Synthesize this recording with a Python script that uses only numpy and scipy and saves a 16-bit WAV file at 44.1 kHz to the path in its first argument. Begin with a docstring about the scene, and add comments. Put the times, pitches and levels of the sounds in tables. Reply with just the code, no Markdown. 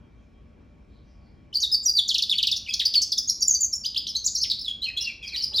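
"""A small finch on a perch in a wire cage sings a fast twittering song indoors, close to the microphone.
Both sides of its voice organ, the syrinx, whistle gliding notes with weak overtones and hissing air.
The hard room rings after each note, and late in the song a foot scuffs the perch.
A noise hum of ventilation with a few thin whines lies beneath; before the song, another bird
trills far off as tones of trembling pitch."""
import sys
import numpy as np
from scipy import signal
from scipy.io import wavfile
from scipy.ndimage import uniform_filter1d

SR = 44100
rng = np.random.default_rng(int(sys.argv[2]) if len(sys.argv) > 2 else 0)


def to_linear_factor(level_db):
    """Convert decibel levels (scalar or array-like) to linear amplitude factors."""
    exponent = np.asarray(level_db, float) / 20
    return 10 ** exponent


def dump(signal):
    """Clip the signal to [-1, 1] and save it as 16-bit WAV at the path in sys.argv[1]."""
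    limited = np.clip(np.atleast_2d(signal).T, -1, 1)
    pcm = np.round(limited * 32767).astype(np.int16)
    wavfile.write(sys.argv[1], SR, pcm)


N = 246959  # length of the scene in samples

# How the bird holds its head and how rough its voice is:
# (time [s], beak towards the microphone [0-1], rasp [share of the pitch])
FACING = [(3.1, 0.81, 0.0053), (4.5, 0.63, 0.014), (5.3, 0.61, 0.019)]
ALONG = np.linspace(0, 1, 33)  # points along a note, from its start (0) to its end (1)


def evened(x):
    """Scales a sound to an average strength (rms) of 1."""
    return x / np.sqrt(np.mean(x ** 2) + 1e-20)


def read(points, hz):
    """Reads a (frequency, value) table between its rows, on a log-frequency axis."""
    f, value = np.transpose(points)
    return np.interp(np.log(hz + 1), np.log(f + 1), value)


def add(mix, s, sound):
    """Mixes a sound in at time s."""
    part = mix[round(s * SR):][:len(sound)]
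    part += sound[:len(part)]


def wobble(size, rate_hz):
    """Smooth random wandering of rms 1: noise with everything much faster than rate_hz removed."""
    settle = 400  # samples thrown away while the filter starts up
    noise = rng.standard_normal(size + settle)
    return evened(signal.lfilter(*signal.butter(N=2, Wn=rate_hz, fs=SR), noise)[settle:])


def hum():
    """Broad ventilation noise in stereo, the deep bass near the middle, with faintly drifting patches."""
    # colour of the noise: (frequency [Hz], relative level per Hz [dB])
    colour = [(18, -52), (30, -5.5), (64, -2), (98, -7.5), (239, -13), (632, -24), (1910, -35),
              (2350, -33.5), (3490, -42), (5450, -46.5), (16000, -69)]
    # how alike left and right are: (frequency [Hz], likeness [-1 to 1])
    likeness = [(60, 1), (240, 0.69), (950, 0.17), (3770, 1), (15000, 0.077)]
    # stereo balance: (frequency [Hz], left over right [dB])
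    balance = [(60, 0.5), (200, 4), (1400, -0.5)]
    frames, hz = N // 512 + 5, np.fft.rfftfreq(2048, 1 / SR)
    a, b, c, d, patches = rng.standard_normal((frames, 1025, 5)).T
    patches = uniform_filter1d(patches, size=12, axis=0)  # smooth over frequency
    patches = evened(uniform_filter1d(patches, size=8, axis=1))  # smooth over time
    same = np.clip(read(likeness, hz), -1, 1)[:, None]
    first, second = a + 1j * b, c + 1j * d
    left = first * to_linear_factor(read(balance, hz))[:, None]
    right = same * first + np.sqrt(1 - same ** 2) * second
    spectrum = np.array([left, right]) * to_linear_factor(read(colour, hz)[:, None] + 1.7 * patches)
    noise = signal.istft(spectrum, nperseg=2048, noverlap=1536)[1][:, :N]
    return to_linear_factor(-54.5) * evened(noise)


def whines(steady=1.0):
    """Thin motor and duct whines: each a steady tone inside a narrow band of noise."""
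    # one row a whine: (level [dB], reach of the noise either side of the tone [Hz])
    lines = [(-58.5, 21), (-67, 28.5), (-78.5, 11.4), (-82.5, 6.7), (-80.5, 42), (-87, 6.9), (-93, 12)]
    # pitch of each whine, in the same order [Hz]
    line_hz = [59, 230, 590, 1114, 2347, 3230, 5281]
    out = np.zeros(N)
    for hz, (db, width) in zip(line_hz, lines):
        turn = 2 * np.pi * hz * np.arange(N) / SR
        tone = (steady + wobble(N, width)) * np.sin(turn)
        out += to_linear_factor(db) * (tone + wobble(N, width) * np.cos(turn))
    return out


def far_bird():
    """Trills from another room: tones whose pitch trembles fast and at random."""
    # one row a trill: (start [s], pitch [Hz], length [s], level [dB])
    trills = [(0.125, 6300, .16, -87), (0.84, 3950, 0.22, -73.5), (1.006, 5200, 0.19, -75),
              (1.154, 4570, 0.21, -75.5)]
    out = np.zeros(N)
    for s, hz, length, db in trills:
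        size = round(length * SR)
        turn = 2 * np.pi * np.cumsum(hz * (1 + 0.085 * wobble(size, 220))) / SR
        add(out, s, to_linear_factor(db) * np.sin(turn) * np.hanning(size))
    return out


def note(rows, fade_s=0.002, flutter_db=3.0, waver=0.004):
    """One side of the syrinx: a gliding near-sine with weak overtones and an unsteady airflow."""
    # overtones of the whistle: (multiple of its pitch, level against the whistle [dB])
    series = [(2, -18.5), (3, -24.5)]
    s, hz, db = np.transpose(rows)
    t = np.arange(s[0] - fade_s, s[-1] + fade_s, 1 / SR)
    rasp = np.interp(t, *np.transpose(FACING)[::2])
    glide_hz = uniform_filter1d(np.interp(t, s, hz), size=60)
    pitch = glide_hz * (1 + waver * wobble(len(t), 220) + rasp * wobble(len(t), 710))
    # "edge" rises over twice fade_s and falls the same way at the end
    edge = np.clip(np.minimum(t - t[0], t[-1] - t) / (2 * fade_s), 0, 1)
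    flutter = flutter_db * wobble(len(t), 89)
    level = to_linear_factor(np.interp(t, s, db) + flutter) * np.sin(np.pi / 2 * edge) ** 2
    turn = 2 * np.pi * np.cumsum(pitch) / SR
    # overtones too high for the sample rate are left out
    overtones = sum(to_linear_factor(d) * np.sin(k * turn) * (k * pitch < SR / 2) for k, d in series)
    layers = np.array([np.sqrt(2) * np.sin(turn), np.sqrt(2) * overtones, edge])
    return t[0], (level * layers).T


def glide(start, length, from_hz, to_hz, db, peak):
    """A straight slide in pitch that swells to its peak and fades after it."""
    swell_db, fade_db = -16.5, -14  # level change over a whole note's length, before and after the peak
    shape_db = swell_db * np.maximum(peak - ALONG, 0) + fade_db * np.maximum(ALONG - peak, 0)
    return np.transpose([start + ALONG * length, from_hz + (to_hz - from_hz) * ALONG, db + shape_db])


def chirp(start, length, from_hz, knee_hz, to_hz, db):
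    """Pitch relaxes like a released spring, then sags; the note bursts in and is loudest mid-range."""
    # loudness of a chirp by its pitch: (pitch [Hz], level change [dB])
    reach = [(1700, -24.5), (2400, -21.5), (3400, -2.5), (4600, 0), (5600, -3), (7500, -13.5)]
    plunge_s = 0.0035  # time constant of the plunge
    burst_s, burst_db, spent_db = 0.0031, -8.5, -4.5  # onset time and depth; fade by the end
    age = ALONG * length
    sag = (to_hz - knee_hz) * ALONG
    hz = knee_hz + sag + (from_hz - knee_hz) * np.exp(-age / plunge_s)
    onset_db = burst_db * np.clip(1 - age / burst_s, 0, 1)
    return np.transpose([start + age, hz, db + onset_db + spent_db * ALONG + read(reach, hz)])


def throb(start, length, from_hz, to_hz, db, per_s):
    """A sliding whistle blown in quick puffs."""
    dip_db = -16  # depth of the dips between puffs
    shape_db = dip_db * np.cos(np.pi * per_s * ALONG * length) ** 2
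    return np.transpose([start + ALONG * length, from_hz + (to_hz - from_hz) * ALONG, db + shape_db])


def finch(square=0.295):
    """All notes; two sounding together mix in the windpipe into sum tones; air hisses with the effort."""
    # warbles that bend up and down, one list a warble: (time [s], pitch [Hz], level [dB])
    warbles = [
        [(1.529, 3050, -37), (1.534, 2985, -42.5), (1.543, 5440, -36), (1.549, 4830, -27), (1.557, 4370, -23.5),
         (1.566, 4776, -23.5), (1.577, 4720, -22)],
        [(1.602, 5380, -22.5), (1.607, 6800, -40.5), (1.618, 6100, -35), (1.626, 5000, -27),
         (1.635, 3870, -20.5), (1.653, 3610, -24)],
        [(1.716, 5000, -27.5), (1.735, 5090, -23.5), (1.742, 5090, -20.5), (1.748, 4420, -20.5),
         (1.756, 5060, -22)],
        [(1.831, 7000, -37), (1.836, 7400, -44), (1.846, 7470, -42.5), (1.861, 5780, -22.5), (1.876, 5650, -24)],
        [(1.949, 4700, -30), (1.97, 4690, -22), (1.979, 4250, -21), (1.982, 4100, -29.5), (1.992, 3574, -15),
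         (2.0, 3274, -23.5)],
        [(2.313, 3750, -19.5), (2.328, 3310, -20), (2.345, 2040, -44)],
        [(2.663, 3020, -42), (2.681, 2130, -44.5), (2.691, 2630, -32), (2.698, 2446, -32.5)],
        [(2.726, 5020, -35), (2.738, 3660, -30.5), (2.743, 4440, -32), (2.748, 4470, -48)],
        [(2.853, 4850, -28), (2.859, 4370, -22.5), (2.864, 4860, -21), (2.872, 5100, -21)],
        [(2.941, 7770, -48), (2.95, 4990, -24.5), (2.958, 4680, -18.5), (2.97, 4450, -24), (2.982, 4430, -14.5),
         (2.988, 4330, -39)],
        [(3.406, 7000, -37.5), (3.42, 6220, -29.5), (3.427, 5620, -16), (3.436, 5400, -25.5)],
        [(3.722, 3900, -49), (3.73, 5840, -30.5), (3.742, 5290, -17.5), (3.748, 6050, -38), (3.761, 7180, -27)],
        [(3.846, 2970, -27), (3.852, 3120, -33), (3.861, 4800, -22.5), (3.868, 5050, -28)],
        [(3.96, 2700, -28), (3.971, 3810, -25.5), (3.98, 5130, -22), (3.992, 5190, -47)],
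        [(4.068, 3016, -26.5), (4.076, 6750, -37), (4.083, 3860, -24)],
        [(4.239, 4520, -43), (4.243, 5520, -34), (4.254, 7040, -29), (4.261, 7680, -30), (4.265, 6830, -18),
         (4.273, 5120, -23), (4.287, 3680, -35.5)],
        [(4.351, 5660, -28), (4.355, 5640, -20.5), (4.359, 5310, -29), (4.364, 4050, -24.5), (4.376, 6320, -31),
         (4.381, 6500, -30), (4.39, 6100, -17)],
        [(4.404, 4345, -31), (4.412, 4490, -32), (4.418, 4960, -23), (4.426, 5720, -29), (4.434, 5310, -21.5),
         (4.444, 3150, -28), (4.457, 1970, -47)],
        [(4.508, 5230, -24.5), (4.518, 3854, -22), (4.523, 3200, -40)],
        [(4.588, 4150, -24), (4.597, 5270, -35), (4.602, 4500, -46)],
        [(4.613, 5310, -28), (4.638, 4280, -49), (4.648, 4020, -36.5), (4.664, 3560, -32), (4.669, 3400, -56),
         (4.683, 3370, -23), (4.694, 3374, -31), (4.712, 3260, -35)],
        [(4.828, 3300, -42), (4.838, 2950, -42), (4.848, 3200, -36), (4.872, 2500, -41), (4.892, 2534, -29.5)],
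        [(4.971, 3720, -36), (4.981, 4146, -24.5), (5.001, 3950, -36)],
        [(5.01, 5110, -28.5), (5.022, 5240, -24.5), (5.027, 5850, -26.5), (5.04, 5080, -41)],
        [(4.99, 2650, -47), (5.03, 2870, -42.5), (5.057, 2807, -41.5), (5.08, 2715, -26), (5.095, 2440, -38),
         (5.122, 2180, -55)],
        [(5.36, 3970, -31), (5.372, 4570, -29), (5.389, 4960, -32), (5.414, 4270, -28)],
        [(5.568, 4770, -35), (5.582, 3800, -21.5), (5.599, 3570, -20.5)],
        [(5.53, 2750, -47.5), (5.544, 4190, -29), (5.551, 4040, -31), (5.569, 4970, -22), (5.577, 5020, -27),
         (5.58, 4200, -44)],
    ]
    # straight whistles: (start [s], length [s], from [Hz], to [Hz], peak level [dB], place of the peak [0-1])
    glides = [ (1.875, .03, 4980, 4732, -18, 0.85), (2.076, 0.0099, 5740, 7350, -31, .9),
              (2.296, 0.012, 3450, 5820, -20, 0.1), (2.337, 0.03, 4260, 4550, -31, 0.73),
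              (2.561, 0.0075, 5960, 3450, -22.5, .45), (2.692, 0.017, 5160, 4670, -34, 0.3),
              (2.701, 0.012, 3280, 3380, -28, 0.67), (2.74, 0.0076, 3340, 3620, -27, 0),
              (2.852, 0.0093, 6100, 5000, -20.5, 0.5), (3.169, 0.016, 4004, 3360, -28.5, 0.75),
              (3.273, 0.016, 6180, 6810, -23.5, 1), (3.018, 0.019, 7100, 5180, -20, 0.9),
              (3.416, 0.019, 4590, 4880, -20.5, 0.76), (3.529, 0.022, 6900, 5880, -16.5, 1),
              (3.55, 0.021, 4580, 4700, -25, 0.35), (3.523, 0.0076, 6700, 6860, -26, .55),
              (3.836, 0.0078, 4800, 4550, -29, 0.5), (3.84, 0.017, 4650, 6700, -36.5, 0.56),
              (3.606, 0.01, 7200, 7050, -23, .6), (3.946, 0.0066, 3060, 5250, -26.5, 0),
              (4.152, 0.021, 3860, 4620, -20.5, 0.43), (4.164, 0.033, 6390, 5930, -33.5, 0.07),
              (4.498, 0.0069, 5450, 3333, -17.5, 0.53), (4.815, .008, 3710, 3900, -32, 0.86),
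              (4.824, 0.032, 3965, 4270, -24.5, 0.49), (4.897, 0.0082, 2310, 1820, -42.5, 0.7),
              (4.965, 0.023, 3293, 3407, -25, 0.53), (5.003, 0.012, 5600, 5540, -33, 1),
              (5.044, 0.018, 5000, 3520, -31.5, 0.14), (4.082, .009, 3014, 3420, -27.5, 0.86),
              (5.219, 0.047, 2610, 2246, -42, 0.36), (5.227, 0.024, 3390, 3234, -33, 0.8),
              (5.253, 0.029, 4800, 5110, -38.5, 0.7), (5.275, 0.023, 2563, 2194, -37.5, 0),
              (5.319, 0.036, 2667, 1826, -40, 0.26), (5.322, 0.035, 4700, 3730, -31, 0.78),
              (5.361, 0.0063, 3270, 2580, -29, 0), (5.36, .008, 5960, 5230, -30.5, .9),
              (5.4, 0.021, 3120, 2960, -41.5, 0.5), (5.421, .024, 5660, 4875, -19.5, 1),
              (5.229, .026, 5860, 5400, -53, 0.7), (5.276, 0.0061, 4290, 6070, -32.5, 0.7),
              (5.415, 0.0056, 4280, 5830, -39, 0.4), (2.678, 0.013, 3300, 4970, -39, 0), ]
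    # chirps, a plunge to a knee and a slower sag:
    # (start [s], length [s], from [Hz], knee [Hz], to [Hz], level before shaping [dB])
    chirps = [ (2.087, 0.036, 7210, 4300, 3013, -20), (2.143, 0.021, 6305, 4190, 2520, -16),
              (2.181, 0.025, 6790, 4090, 2524, -19), (2.221, 0.019, 7090, 3864, 3480, -17.5),
              (2.38, 0.03, 5460, 3506, 2370, -20), (2.427, 0.025, 6310, 3560, 2350, -16.5),
              (2.47, 0.026, 6080, 3450, 2460, -17), (2.514, 0.019, 6510, 4015, 3365, -16),
              (2.567, 0.013, 7000, 5730, 5170, -22.5), (2.737, .009, 7290, 5400, 4110, -16.5),
              (2.794, 0.027, 6395, 3570, 1630, -16), (2.803, 0.021, 6530, 4400, 3560, -24),
              (2.822, 0.013, 4950, 4000, 3600, -29), (2.938, 0.022, 6020, 3220, 2040, -21),
              (3.016, .022, 7030, 5050, 4690, -19.5), (3.016, 0.0082, 8800, 7600, 7140, -17),
              (3.118, 0.023, 6270, 5240, 4260, -21.5), (3.119, .015, 5480, 4240, 3360, -23.5),
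              (3.177, 0.016, 7840, 5850, 4720, -18), (3.288, 0.008, 5940, 4840, 3860, -24.5),
              (4.087, 0.027, 6380, 5250, 4810, -29), (5.278, 0.027, 5920, 4460, 3880, -38), ]
    # throbbing whistles: (start [s], length [s], from [Hz], to [Hz], peak level [dB], throbs [per s])
    throbs = [(3.295, 0.016, 5880, 4810, -16, 113), (3.476, .04, 7150, 6210, -15, 70.6),
              (3.613, .045, 7130, 6046, -16, 70.7)]
    # air hissing past the syrinx: (frequency [Hz], level [dB])
    air = [(1500, -55), (6000, -16), (9000, -24), (16000, -26.5)]
    # colour the throat gives to overtones and sum tones: (frequency [Hz], level change [dB])
    throat = [(4000, 19.5), (6800, -6), (8300, -6.5), (11000, -0.5)]
    voice = np.zeros((N + SR // 10, 3))
    song = [chirp(*r) for r in chirps] + [glide(*r) for r in glides] + [throb(*r) for r in throbs] + warbles
    for rows in song:
        add(voice, *note(rows))
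    tone, overtones, effort = voice.T
    hz = np.fft.rfftfreq(len(tone), 1 / SR)
    # squaring the tone makes sum tones; the low difference tones are filtered away
    sum_tones = np.fft.rfft(square * tone ** 2) * np.clip((hz - 4500) / 1500, 0, 1)
    mixed = sum_tones + np.fft.rfft(overtones)
    hiss = np.fft.rfft(effort * rng.standard_normal(len(tone))) * to_linear_factor(read(air, hz))
    treble = np.fft.irfft(mixed * to_linear_factor(read(throat, hz)) + hiss, len(tone))
    return tone[:N], treble[:N]


def knock(rise_s=0.011, t60=0.5):
    """A foot scuffs the plastic perch: a short rub of noise through its dull resonances."""
    # resonances of the perch: (frequency [Hz], reach either side [Hz], level [dB])
    resonances = [(449, 47, -56), (599, 22, -56.5), (862, 20, -56), (1210, 60, -72)]
    t, out = np.arange(SR // 8) / SR, np.zeros(N)
    rub = to_linear_factor(-56.5) * wobble(len(t), 1200)
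    for hz, width, db in resonances:
        rub += to_linear_factor(db) * wobble(len(t), width) * np.sin(2 * np.pi * hz * t)
    add(out, 5.51, rub * np.minimum(t / rise_s, 1) * to_linear_factor(-60 * t / t60))
    return out


def room(x, start_s=0.0032, early=0.6, early_s=0.25):
    """Diffuse tail, each band dying at its own speed; three tails take turns so that like notes ring unlike."""
    # basic ringing of the room: (frequency [Hz], time to die by 60 dB [s])
    ring = [(1500, 0.5), (5000, 0.41), (12000, 0.27)]
    hz, t, spectrum = signal.stft(rng.standard_normal((3, SR // 2)), SR, nperseg=256)
    decay = to_linear_factor(-60 * t / read(ring, hz)[:, None])
    tails = signal.istft(spectrum * decay, SR, nperseg=256)[1]
    age = np.arange(tails.shape[1]) / SR
    tails *= np.clip(age / start_s - .5, 0, 1) * (1 + early * np.exp(-age / early_s))  # near surfaces answer first
    tails /= np.linalg.norm(tails, axis=1, keepdims=True)
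    share = np.sqrt(2 / 3) * np.cos(np.arange(N) / SR * 3.106 + np.arange(3)[:, None] * np.pi / 3)
    return signal.fftconvolve(share * x, tails, axes=1)[:, :N].sum(0)


def echoes(x):
    """The direct sound and a few early reflections, every second one turned upside down."""
    # reflections from the cage tray and near walls: (delay [s], level against the direct sound [dB])
    reflections = [(.0047, -8), (.0083, -20), (.0135, -12)]
    taps = np.zeros(SR // 20)
    taps[0] = 1
    for k, (s, db) in enumerate(reflections):
        taps[round(s * SR)] = (-1) ** k * to_linear_factor(db)
    return signal.oaconvolve(x, taps)[:N]


def scene():
    """Bird and perch in the room over the hum; as the head turns away the direct sound and the treble drop."""
    facing = np.interp(np.arange(N) / SR, *np.transpose(FACING)[:2])
    tone, treble = finch()
    near, far = tone + facing * treble + knock(), far_bird()
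    direct = to_linear_factor(2.5) * echoes(facing * near)
    ringing = room(to_linear_factor(-6.0) * near + 1.5 * far)
    return direct + ringing + 0.5 * far + whines() + hum()


def roll_off(x):
    """The treble ends steeply here."""
    return signal.sosfilt(signal.butter(12, 16730, fs=SR, output="sos"), x)


def record(dry):
    """Gain control eases the level under the song, loud peaks round off, and the channels part in phase."""
    power_db = 10 * np.log10(abs(uniform_filter1d((dry ** 2).mean(0), size=2000)) + 1e-12)
    fall = np.arange(N) * 4.1 / SR  # the held loudness falls this many dB a second
    held_db = np.maximum.accumulate(power_db + fall) - fall
    over_db = np.maximum(held_db + 29.5, 0)
    ducked = dry * to_linear_factor(1.58 - 0.11 * uniform_filter1d(over_db, size=2000))
    knee = 0.75  # no peak passes this value
    rounded = knee * np.tanh(ducked / knee)
    padded = N + SR // 10
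    hz = np.fft.rfftfreq(padded, 1 / SR)
    # above split_hz the left channel slips half a cycle every turn_hz, in steps
    split_hz, turn_hz = 6810, 2116
    turn = np.pi * np.maximum(hz - split_hz, 0) / turn_hz
    bump = 0.33 * np.exp(-(np.log(hz / 2600 + 1e-9) / 0.58) ** 2)  # a small opposite slip around 2600 Hz
    lag = (turn - 0.3 * np.sin(2 * turn) - bump) / 2
    colour = np.clip(hz / 45, 0, 1) ** 2 * np.clip((16100 - hz) / 300, 0, 1)  # deepest bass and top treble go
    spread = np.fft.rfft(rounded, padded) * colour * np.exp(1j * np.array([-lag, lag]))
    finished = np.fft.irfft(spread, padded)[:, :N]
    return roll_off(finished)


dry = scene()
out = record(dry)
dump(out)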